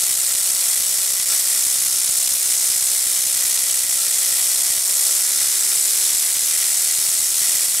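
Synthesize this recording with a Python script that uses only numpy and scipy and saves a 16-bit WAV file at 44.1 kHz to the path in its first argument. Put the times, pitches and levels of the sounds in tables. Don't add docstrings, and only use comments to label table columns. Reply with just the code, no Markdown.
import sys
import numpy as np
from scipy import signal
from scipy.fft import rfft, irfft, next_fast_len
from scipy.io import wavfile
from scipy.ndimage import uniform_filter1d

SR = 44100
rng = np.random.default_rng(int(sys.argv[2]) if len(sys.argv) > 2 else 0)


def nominal_scale(level):
    x = np.asarray(level, float) / 20
    return 10 ** x


def transcribe(u):
    v = np.clip(np.atleast_2d(u).T, -1, 1)
    q = np.round(v * 32767).astype(np.int16)
    wavfile.write(sys.argv[1], SR, q)


N = 343968


def butter(x, order, hz, kind):
    return signal.sosfilt(signal.butter(order, hz, kind, fs=SR, output="sos"), x)


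def at_hz(points, hz):
    table_hz, table_db = np.transpose(points)
    return np.interp(np.log(hz + 1), np.log(table_hz), table_db)


def clicks(t_s, size):
    return np.bincount(np.clip(t_s * SR, 0, N - 1).astype(int), size, N)


# t/s, passes/Hz
GAP_SPEED = [
    (0, 186.19),
    (.45, 186.37),
    (2, 185.73),
    (3.6, 185.26),
    (4.05, 185.23),
    (4.5, 187.45),
    (5.6, 193.44),
    (6.5, 196.99),
    (7.5, 199.65),
    (7.8, 199.52),
]


def gap_passes(start_passes=-.24, charge_hz=119.985, charge_start=.31):
    t = np.arange(N) / SR
    speed_hz = np.interp(t, *np.transpose(GAP_SPEED))
    passes = start_passes + np.cumsum(speed_hz) / SR
    pass_s = np.interp(np.arange(1, passes[-1]), passes, t)
    return pass_s, pass_s * charge_hz - charge_start


def firings(lead_s=.00028, jitter_s=.00012, rise=.53, miss=.1, fall=.5, spread_db=.6, hard_db=1,
            thump_lag_s=.0004):
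    t, phase = gap_passes()
    phase_chance, level_chance, time_chance = rng.standard_normal((3, len(t)))
    charge = (phase + .04 * phase_chance) % 1
    swing = np.interp(charge, [miss, miss + rise, miss + rise + fall], [0, 1, 2])
    strength = np.sin(np.pi / 2 * swing) * nominal_scale(spread_db * level_chance)
    t = t + lead_s * (.2 + np.cos(2 * np.pi * (charge - .23))) + jitter_s * time_chance
    thump_s = np.array(THUMPS)[:, 0]
    hard = np.abs(t[:, None] + thump_lag_s - thump_s).argmin(axis=0)
    strength[hard] = nominal_scale(hard_db)
    return t, strength


def arcs(t, strength, count=4, length_s=.00035, early_s=.00015, branch_db=-12, fork_db=4):
    lag_s = early_s + length_s * rng.standard_normal((len(t), count))
    forking = nominal_scale(branch_db + fork_db * rng.standard_normal((len(t), 1)))
    size = forking * rng.random((len(t), count))
    lag_s[:, 0], size[:, 0] = 0, 1
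    share = size / np.linalg.norm(size, axis=1, keepdims=True)
    return t[:, None] + lag_s, strength[:, None] * share


# delay/s, level/dB, smear/s
ECHOES = [
    (.003, -10, .0003),
    (.0043, -14.5, .0003),
    (.0063, -15, .0003),
    (.0074, -15, .0003),
]
# t60/s, level/dB
TAILS = [
    (.022, -21),
    (.3, -34.5),
]


def room(count=SR, onset_s=.0008):
    t = np.arange(count) / SR
    tails = sum(nominal_scale(level_db - 60 * t / t60_s) for t60_s, level_db in TAILS)
    shape = tails * (1 - np.exp(-(t / onset_s) ** 2))
    for delay_s, level_db, smear_s in ECHOES:
        shape = shape + nominal_scale(level_db) * np.exp(-((t - delay_s) / smear_s) ** 2) / np.sqrt(smear_s * SR)
    return shape * rng.standard_normal((2, count))


# f/Hz, density/dB per Hz
SNAP = [(170, -50), (240, -20), (320, -65), (378, -22.5), (436, -26.5), (674, -17), (1220, -14),
        (2030, -6.5), (2500, -8.5), (4950, -1), (5400, -0.5), (9130, 7), (12300, 2), (15700, -6.5)]
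# f/Hz, width/Hz, lift/dB
ROOM_MODES = [(270.4, 15, 29), (380, 46, 10), (462.5, 13, 13.5), (470, 34, 8), (544, 22, 13),
              (573, 37, 9.5), (630, 21, 9.5), (685.6, 9.3, 15.5), (741, 30, 5.5), (945, 41, 8),
              (1130, 50, 4), (1353, 27, 7.5), (5510, 540, 3), (7790, 350, 2.5)]


def snap_colour(hz):
    lift_db = sum(db / (1 + (2 * (hz - mode_hz) / width_hz) ** 2) for mode_hz, width_hz, db in ROOM_MODES)
    return nominal_scale(at_hz(SNAP, hz) + lift_db)


# f/Hz, side minus mid/dB
WIDTH = [(60, -14), (110, -9), (200, 5.5), (380, -15.5), (700, -12.5), (1290, -13.5), (2380, -16.5),
         (4400, -13), (8120, -13.5), (15000, -20)]


def coil(count=12, wander_per_s=3.3, near_spots=8, side_db=3, alike_hz=1300, bass_room_db=2,
         wall_db=-.3, wall_dull_hz=13000):
    dumps = firings()
    times, sizes = arcs(*dumps)
    spot = (wander_per_s * times[:, 0] + near_spots * rng.random(len(times))).astype(int) % count
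    size = next_fast_len(N + SR)
    hz = np.fft.rfftfreq(size, 1 / SR)
    alike = .93 / (1 + (hz / alike_hz) ** 4)
    apart = np.sqrt(1 - alike ** 2)
    shared = nominal_scale(bass_room_db) * np.exp(-2j * np.pi * hz * [[.002], [.0045]])
    dull = nominal_scale(wall_db) / np.sqrt(1 + (hz / wall_dull_hz) ** 4)
    heard = alike * shared * rfft(clicks(*dumps), size)
    for k in range(count):
        here = spot == k
        snaps = rfft(clicks(times[here].ravel(), sizes[here].ravel()), size)
        direct = [[1], [.32 * rng.standard_normal()]]
        heard = heard + snaps * apart * (direct + dull * rfft(room(), size))
    spread = [np.ones_like(hz), nominal_scale(at_hz(WIDTH, hz) + side_db)]
    mid_side = irfft(heard * snap_colour(hz) * spread, size)
    mid_side[:, :size - N] += mid_side[:, N:]
    mid, side = mid_side[:, :N]
    return np.array([mid + side, mid - side])


# t/s, level/dB, snap body/dB
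POWER = [(0, -17.5, 9), (.6, -18, 3), (1.2, -19, 3), (1.32, -16.5, 10), (2.0, -17.5, 5), (2.55, -17.5, 4),
         (3.2, -18, 7), (3.84, -18, 9), (4.2, -17, 10), (4.8, -17, 2), (5.0, -15.5, -9), (5.45, -17, 25),
         (5.75, -16.5, 9), (6.35, -17.5, 16), (6.65, -17, 17), (7.3, -17.5, 2), (7.5, -16, 17),
         (7.62, -17, 5)]


def power():
    t_s, level_db, body_db = np.transpose(POWER)
    t = np.arange(N) / SR
    return np.interp(t, t_s, level_db), np.interp(t, t_s, body_db)


def fatten(sound, body_db):
    body = butter(sound, 1, [1300, 2600], "band")
    return sound + (nominal_scale(.16 * body_db) - 1) * body


# t/s, change/dB, half length/s
SURGES = [(0.035, 1.0, 0.021), (0.125, 1.2, 0.02), (0.16, -3.5, 0.015), (0.334, -0.5, 0.015),
          (0.487, 2, 0.022), (0.705, 2.2, 0.079), (1.008, 1.3, 0.15), (1.252, -3.5, 0.018),
          (1.33, 2, 0.016), (1.436, -4, 0.02), (1.79, -2.5, 0.012), (1.897, -1.5, 0.017),
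          (2.18, 2.5, 0.012), (2.385, -3.5, 0.02), (2.524, 3, 0.022), (2.57, -0.5, 0.02),
          (2.67, 1.8, 0.061), (2.913, 1.3, 0.1), (3.003, -1.1, 0.02), (3.12, 1, 0.016), (3.17, 1, 0.035),
          (3.507, 1.5, 0.15), (3.657, -2, 0.02), (3.696, 1.5, 0.018), (3.776, 1, 0.02), (3.871, -3.5, 0.03),
          (3.916, 3, 0.017), (3.97, -0.2, 0.017), (4.086, -1.5, 0.018), (4.426, 0.8, 0.041),
          (4.826, -3, 0.068), (4.948, -2, 0.035), (5.01, -0.5, 0.02), (5.255, -1.5, 0.12), (5.43, 2, 0.023),
          (5.572, -1, 0.088), (5.787, 0, 0.079), (6.053, 1.5, 0.046), (6.366, -1.5, 0.091),
          (6.725, -0.5, 0.02), (6.955, -1, 0.038), (7.32, -2, 0.038), (7.633, 3, 0.02), (7.69, -2.1, 0.12)]


def surges(depth=.63):
    t = np.arange(N) / SR
    return sum(depth * change_db * np.exp(-((t - s) / half_s) ** 2) for s, change_db, half_s in SURGES)


# t/s, peak/dB
THUMPS = [(0.034, -38), (0.0929, -43), (0.1076, -40), (0.151, -43), (0.3082, -41), (0.3508, -39.6),
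          (0.5017, -44.3), (0.6847, -42), (0.8024, -37.9), (0.8771, -44.8), (0.9836, -42.5),
          (1.1026, -44.1), (1.1342, -41.4), (1.199, -40), (1.3014, -43.2), (1.6666, -38), (1.7596, -41),
          (1.7863, -41.9), (1.818, -43.2), (1.8604, -40.9), (2.0444, -42), (2.093, -35), (2.1841, -40),
          (2.274, -44.0), (2.3174, -41.2), (2.333, -43), (2.458, -41), (2.503, -43), (2.7007, -38),
          (2.7613, -39), (2.8255, -41), (3.0675, -39), (3.2664, -39.9), (3.3433, -43), (3.451, -38),
          (3.635, -40.9), (3.7103, -42), (3.7419, -44.1), (3.8343, -43.4), (3.849, -42.2), (3.8926, -43.4),
          (4.082, -42), (4.185, -43), (4.323, -41), (4.5595, -42), (4.704, -38.2), (4.7774, -39),
          (5.4845, -42), (6.1314, -44), (6.146, -42.5), (6.3698, -43), (6.8456, -44.9), (6.9856, -38),
          (7.087, -38.5), (7.2023, -41), (7.4177, -39), (7.492, -39), (7.5523, -38.3), (7.6834, -39.8),
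          (7.7436, -41.2)]
# t/s, peak/dB
LESSER_THUMPS = [(0.1885, -43), (0.4102, -44), (0.5439, -43), (0.8174, -45.5), (0.8927, -44), (0.9097, -43),
                 (0.9528, -49.5), (1.1507, -46.4), (1.2588, -46.8), (1.2851, -44), (1.334, -43),
                 (1.4683, -45.5), (1.559, -43), (1.8334, -44), (1.876, -45), (1.892, -46.2),
                 (1.9244, -47.8), (1.9417, -44), (1.9526, -48), (1.9677, -44), (2.1513, -45.8),
                 (2.3511, -45.6), (2.366, -46), (2.5182, -48.0), (2.5345, -46), (2.5769, -47), (2.612, -48),
                 (2.92, -49.1), (3.1926, -43), (3.2511, -44), (3.359, -41), (3.3755, -43), (3.5289, -46.9),
                 (3.7266, -47), (3.7851, -45), (3.9576, -41), (4.018, -45.2), (4.6331, -49.9),
                 (4.761, -49.8), (4.9126, -42), (4.9506, -50), (5.1502, -48), (5.3202, -45), (5.66, -44),
                 (5.772, -45), (6.3548, -49), (6.431, -44), (6.4715, -50.0), (7.1515, -42), (7.2268, -44),
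                 (7.2418, -48), (7.2525, -46), (7.3172, -46.5), (7.3277, -45), (7.343, -48.9),
                 (7.3778, -47.1), (7.4533, -46.6), (7.6431, -46), (7.7029, -47.1), (7.783, -45.1)]


def thumps(width_s=.0017, trim_db=3.5, unequal=.4, coupling_hz=35, side_hz=150):
    t_s, peak_db = np.transpose(THUMPS + LESSER_THUMPS)
    peak = nominal_scale(peak_db + trim_db)
    push = np.hanning(int(2 * width_s * SR))
    mid = np.convolve(clicks(t_s, peak), push, "same")
    side_peak = unequal * peak * rng.standard_normal(len(t_s))
    side = np.convolve(clicks(t_s, side_peak), push, "same")
    side = butter(side, 1, side_hz, "high")
    return butter(np.array([mid + side, mid - side]), 1, coupling_hz, "high")


def rectified(dry, level_db=-43, low_hz=55, high_hz=128):
    bend = dry ** 2 / np.sqrt(np.mean(dry ** 2))
    return nominal_scale(level_db) * butter(bend, 5, [low_hz, high_hz], "band")


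def rumble(level_db=-70, low_hz=30, high_hz=140):
    noise = rng.standard_normal(N) + .23 * rng.standard_normal((2, N))
    band_gain = np.sqrt(SR / 2 / (high_hz - low_hz))
    return nominal_scale(level_db) * band_gain * butter(noise, 2, [low_hz, high_hz], "band")


def scene():
    level_db, body_db = power()
    sound = fatten(coil(), body_db)
    swell = uniform_filter1d(np.mean(sound ** 2, axis=0), size=SR // 28, mode="reflect")
    return sound * nominal_scale(level_db + surges() + .3) / np.sqrt(swell)


def band_limit(x):
    return signal.sosfilt(signal.butter(12, 16290, fs=SR, output="sos"), x)


def record(dry, ceiling=1.1, bass_hz=255, cutoff_hz=16050):
    rounded = ceiling * np.tanh(dry / ceiling)
    thin = butter(rounded, 6, bass_hz, "high")
    mix = thin + thumps() + rectified(dry) + rumble()
    top_cut = signal.cheby2(24, 70, cutoff_hz, fs=SR, output="sos")
    return band_limit(signal.sosfilt(top_cut, mix))


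dry = scene()
out = record(dry)
transcribe(out)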